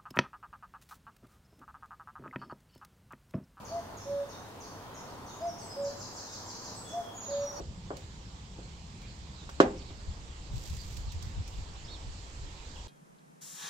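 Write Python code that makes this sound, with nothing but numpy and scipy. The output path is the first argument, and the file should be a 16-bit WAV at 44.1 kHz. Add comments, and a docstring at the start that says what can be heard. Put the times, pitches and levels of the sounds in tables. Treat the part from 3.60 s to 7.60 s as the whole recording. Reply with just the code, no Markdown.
"""A cuckoo in the woods

A cuckoo calls three times from a tree: a short arched "cuck", then a longer, level "oo" a third lower.
Deeper in the wood one songbird chips at an even pace; another sings thin whistles and falling slurs.
Trunks and leaves scatter the notes into long tails. Behind them are faint far birds, a distant rumble
and a soft rush of air. Two microphones, set a little apart, listen."""
import sys
import numpy as np
from scipy import signal
from scipy.fft import rfft, irfft, next_fast_len
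from scipy.io import wavfile
from scipy.ndimage import uniform_filter1d, map_coordinates

SR = 44100
rng = np.random.default_rng(int(sys.argv[2]) if len(sys.argv) > 2 else 0)


def master_out(mix):
    """Clip the mix to full scale and print it as 16-bit PCM to the path in sys.argv[1]."""
    frames = np.transpose(np.atleast_2d(mix))
    ceiling = np.clip(frames, -1, 1)
    pcm = np.round(ceiling * 32767).astype(np.int16)
    wavfile.write(sys.argv[1], SR, pcm)


N = 176400  # 4 seconds


def cuckoo():
    """Three "cuck-oo" calls, whose sound reaches the left microphone first."""
    # each call's first and second note (time [s], length [s], top pitch [Hz], level [dB], tail gain [dB])
    cucks = [(.096, 0.12, 685.3, -33.5, -14), (1.800, 0.11, 691, -32, -12), (3.316, 0.11, 701, -33, -12)]
    oos = [(.457, 0.22, 565.5, -32.5, -24), (2.164, 0.15, 564, -33, -18), (3.68, 0.22, 569.5, -32.5, -8.5)]
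    # "cuck" arches; "oo" scoops up and holds (part of note [0-1], part of top pitch [0-1], level [dB])
    cuck_shape = [(0, .87, -20), (.24, .977, -4.5), (.58, 1, 0), (.75, .995, -.7), (1, .955, -13)]
    oo_shape = [(0, .972, -14), (.1, .996, -6.5), (.26, 1, -.3), (.76, 1, -.3), (1, .995, -14)]
    calls = hoots(cucks, cuck_shape, left_db=1.0) + hoots(oos, oo_shape, left_db=-2.0)
    return spaced(calls, lead_s=0.00009)


def hoots(notes, shape, left_db):
    """Hollow, nearly pure cuckoo notes, each with one echo off nearby trees and a faint tail."""
    overtone_db, echo_s, echo_db = -30, 0.042, -15.5
    pan = amp(np.array([[left_db], [-left_db]]) / 2)
    song = np.zeros((2, N))
    for start, length, hz, db, tail_db in notes:
        pitch, swell_db = contour(shape, length)
        pure = amp(swell_db) * note(hz * pitch, attack=0.0031, release=0.014, waver=0.0015, rate=54)
        overtone = pure ** 3 - 3 / 2 * amp(2 * swell_db) * pure  # at three times the pitch
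        tone = amp(db) * (pure + amp(overtone_db) * overtone)
        add(song, start, pan * tone)
        add(song, start + echo_s, amp(echo_db) * tone)
        add(song, start, amp(tail_db) * wood(tone, build_s=0.05))
    return song


def chipping_bird():
    """A far bird chips about three times a second: a fast fall that levels out, plus a tiny flick."""
    # the chips (time [s], landing pitch [Hz], base level [dB])
    chips = [(.045, 4413, -55.5), (.366, 5290, -56), (0.687, 3735, -57), (1, 4420, -56),
             (1.339, 5300, -57.5), (1.659, 3710, -58), (1.978, 4450, -56), (2.635, 3710, -55.5),
             (2.942, 4370, -54.5), (3.275, 5220, -56), (3.604, 3770, -58), (3.922, 4420, -56.5)]
    # how a chip falls and fades (part of note [0-1], fall left [fraction], level [dB])
    chip_shape = [(0, 1, -8), (.12, .78, 3), (.3, .27, -3.5), (.55, .06, -9), (1, -.04, -2)]
    top_hz = 6990
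    fall, swell_db = contour(chip_shape, length=0.06)
    flick_hz = np.linspace(6800, 5300, int(0.01756 * SR))
    song = np.zeros((2, N))
    for start, landing_hz, db in chips:
        hz = landing_hz + (top_hz - landing_hz) * fall
        chip = amp(swell_db) * note(hz, attack=0.003, release=0.012, waver=0.0258, rate=712)
        flick = amp(-3.5) * note(flick_hz, attack=0.0047, release=0.0075, waver=0.022, rate=450)
        for onset, sound in (start, chip), (start + 0.027, flick):
            add(song, onset, amp(db - 2.0) * sound)
            add(song, onset, amp(db + 9.0) * wood(sound, build_s=0.00054))
    return song


def whistling_bird():
    """Thin whistles around a run of slurs (steep downward slides), nearly drowned in their own tails."""
    # whistles that glide onto a pitch (time [s], length [s], from [Hz], to [Hz], glide time [s],
    # waver [fraction], tail level [dB], direct sound compared with the tail [dB])
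    whistles = [(1.673, 0.094, 6160, 6770, 0.03, 0.032, -54, -7),
                (1.792, 0.088, 4930, 5100, 0.019, 0.016, -54.5, -6),
                (1.861, 0.071, 6930, 5380, 0.018, .014, -47, -2.5),
                (1.977, 0.12, 8720, 7530, 0.053, 0.023, -53, -12),
                (2.088, 0.067, 5050, 5113, 0.024, 0.016, -44.5, -2),
                (3.139, 0.1, 8200, 7670, 0.048, 0.025, -48.5, -7.5),
                (3.24, 0.125, 3443, 3360, 0.0695, 0.012, -51, -4),
                (3.41, 0.12, 3363, 3220, 0.048, 0.012, -54.5, -7),
                (3.533, 0.17, 7320, 6670, 0.0147, 0.0068, -44, -6.5),
                (3.803, 0.13, 5800, 5734, 0.018, 0.0086, -44, -3.5)]
    # the slurs (time [s], from [Hz], to [Hz], base level [dB])
    slurs = [(2.207, 7790, 3890, -43.5), (2.365, 7830, 3886, -42.5), (2.526, 8040, 3764, -42.5),
             (2.687, 7920, 3810, -43), (2.846, 7920, 3790, -42.5), (3.009, 7820, 3776, -43),
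             (3.672, 5470, 3096, -47.5)]
    # a soft lead-in, a steep drop, a slower finish (part of note [0-1], fall left [0-1], level [dB])
    slur_shape = [(0, 0.95, -14), (.26, .89, -7.5), (.42, .72, 1), (.54, .47, -0.5), (.7, .29, -4),
                  (1, 0, -9.5)]
    # the direct sound of the slurs is dimmer at some pitches (frequency [Hz], gain [dB])
    direct_shade = [(4000, -2), (5200, -2), (6500, -11.5), (8000, -2)]
    song = np.zeros((2, N))
    for start, length, from_hz, to_hz, glide_s, waver, db, direct_db in whistles:
        hz = to_hz + (from_hz - to_hz) * np.exp(-clock(length) / glide_s)
        tone = amp(db) * note(hz, attack=0.045, release=0.045, waver=waver, rate=700)
        add(song, start, amp(direct_db) * tone)
        add(song, start, wood(tone, build_s=0.0039))
    fall, swell_db = contour(slur_shape, length=0.079)
    for start, from_hz, to_hz, db in slurs:
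        hz = to_hz * (from_hz / to_hz) ** fall
        tone = amp(db + swell_db) * note(hz, attack=0.0035, release=0.0048, waver=0.0201, rate=800)
        add(song, start, amp(along(direct_shade, hz) - 3.5) * tone)
        add(song, start, amp(2.0) * wood(tone, build_s=0.0091))
    return song


def far_birds():
    """Birds so far off that only the scattered tails of their warbles are heard."""
    # faint notes (time [s], length [s], pitch [Hz], level [dB])
    far_notes = [(0.341, 0.4, 3595, -67.5), (.48, 0.039, 4350, -58), (.71, 0.065, 3800, -61),
                 (1.17, 0.23, 3175, -66.5), (1.307, 0.048, 2007, -59), (1.451, 0.046, 4380, -59.5),
                 (1.692, 0.039, 3690, -61)]
    song = np.zeros((2, N))
    for start, length, hz, db in far_notes:
        tone = note(np.full(int(length * SR), hz), attack=0.0055, release=0.027, waver=0.0405, rate=300)
        add(song, start, amp(db) * wood(tone, build_s=0.0014))
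    return song


def wood(sound, build_s):
    """Trunks and leaves scatter a note into a stereo tail that builds, then dies sooner in the treble."""
    # how long the wood rings (frequency [Hz], time to fade by 60 dB [s])
    ring_times = [(500, 0.99), (3500, 0.88), (6000, 0.95), (8500, 0.66)]
    hz, t, hiss = signal.stft(rng.standard_normal((2, SR * 3 // 4)), SR, nperseg=256)
    fade = amp(-60 * t / along(ring_times, hz)[:, None]) * (1 - np.exp(-t / build_s))
    fade /= np.linalg.norm(fade, axis=1, keepdims=True)  # same energy at every frequency
    tail = signal.istft(hiss * fade, SR, nperseg=256)[1]
    return signal.fftconvolve(sound[None], tail / np.linalg.norm(tail[0]), axes=1)


def background():
    """A distant low rumble with a wavering drone in it, and a steady rush of air."""
    # tone colour of the rumble and of the air (frequency [Hz], relative level [dB])
    rumble_spectrum = [(28, -15), (58, -5.5), (74, -7), (102, -3.5), (150, -7), (200, -5.5), (300, -9),
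                       (600, -29.5), (1500, -70)]
    rush_spectrum = [(60, -29), (280, -4), (450, 1), (700, 0), (950, 2.5), (1400, -5), (2200, -14.5),
                     (3300, -15.5), (5000, -18.5), (8500, -24), (15000, -26.5)]
    rumble = amp(-52) * noise(rumble_spectrum, patchy_db=1.07)
    rush = amp(-48) * noise(rush_spectrum, patchy_db=1.17)
    drone_hz = np.full(N, 102.5)
    drone_db = -60 + 0.59 * wobble(7.95, N)
    drone = amp(drone_db) * note(drone_hz, attack=0.01, release=0.01, waver=0.0588, rate=17)
    return spaced(rumble + rush + drone, lead_s=0.00014)


def noise(spectrum, patchy_db):
    """Stereo noise with the given tone colour and random louder and softer patches."""
    # the microphones hear the bass alike, the treble unrelated (frequency [Hz], likeness [0-1])
    likeness = [(100, .95), (350, .7), (700, .68), (1300, .42), (2400, .1), (3500, 0)]

    def mid_and_side(hz):
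        """Split each frequency into what left and right share (mid) and what sets them apart (side)."""
        angle = np.arccos(np.clip(along(likeness, hz), -1, 1)) / 2
        return amp(along(spectrum, hz)) * [np.cos(angle), np.sin(angle)]

    hiss = signal.stft(rng.standard_normal((2, N)), nperseg=512)[2]
    patches = uniform_filter1d(rng.standard_normal(hiss.shape[1:]), 6, axis=0)  # smooth over frequency
    patches = uniform_filter1d(patches, 24, axis=1)  # and over time
    patchy_hiss = signal.istft(hiss * amp(patchy_db * unit(patches)), nperseg=512)[1][:, :N]
    mid, side = filtered(patchy_hiss, mid_and_side)
    return unit(np.array([mid + side, mid - side]))


def note(hz, attack, release, waver, rate):
    """A pure tone that fades in and out (attack, release in s); its pitch strays by the fraction waver."""
    t = np.arange(len(hz)) / SR
    fade_in = np.sin(np.pi / 2 * np.clip(t / attack, 0, 1))
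    fade_out = np.sin(np.pi / 2 * np.clip((t[-1] - t) / release, 0, 1))
    unsteady_hz = hz * (1 + waver * wobble(rate, len(t)))
    return np.sqrt(2) * fade_in * fade_out * np.sin(2 * np.pi * np.cumsum(unsteady_hz) / SR)


def wobble(rate, size):
    """A smooth curve through random points, rate of them a second."""
    return map_coordinates(rng.standard_normal(4096), [np.arange(size) * rate / SR], mode="wrap")


def contour(shape, length):
    """Stretch a shape table over a note of length seconds: a pitch curve and a level curve."""
    points, *columns = np.transpose(shape)
    return [np.interp(clock(length) / length, points, column) for column in columns]


def spaced(x, lead_s):
    """The left microphone hears x earlier than the right by lead_s seconds."""
    return filtered(x, lambda hz: np.exp(1j * np.pi * hz * lead_s * np.array([[1], [-1]])))


def filtered(x, response):
    """Scale or delay each frequency of x by multiplying it by response(hz)."""
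    size = next_fast_len(N + SR // 2)
    return irfft(rfft(x, size) * response(np.fft.rfftfreq(size, 1 / SR)), size)[..., :N]


def along(points, hz):
    """Read between the rows of a (frequency, value) table on a log frequency scale."""
    frequencies, values = np.transpose(points)
    return np.interp(np.log(hz + 1), np.log(frequencies + 1), values)


def add(track, start, sound):
    """Mix a sound into a track at start seconds."""
    part = track[:, max(round(start * SR), 0):][:, :sound.shape[-1]]
    part += sound[..., :part.shape[1]]


def clock(length):
    """Seconds since the start of a note."""
    return np.arange(int(length * SR)) / SR


def amp(db):
    """Turn decibels into a gain."""
    return 10 ** (np.asarray(db) / 20)


def unit(x):
    """Scale to an average strength (rms) of 1."""
    return x / np.sqrt(np.mean(x ** 2) + 1e-20)


def scene():
    """The cuckoo, two songbirds and far birds over the background."""
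    return cuckoo() + chipping_bird() + whistling_bird() + far_birds() + background()


def record(dry):
    """The recorder keeps nothing above 15800 Hz."""
    return filtered(dry, lambda hz: hz < 15800)


dry = scene()
out = record(dry)
master_out(out)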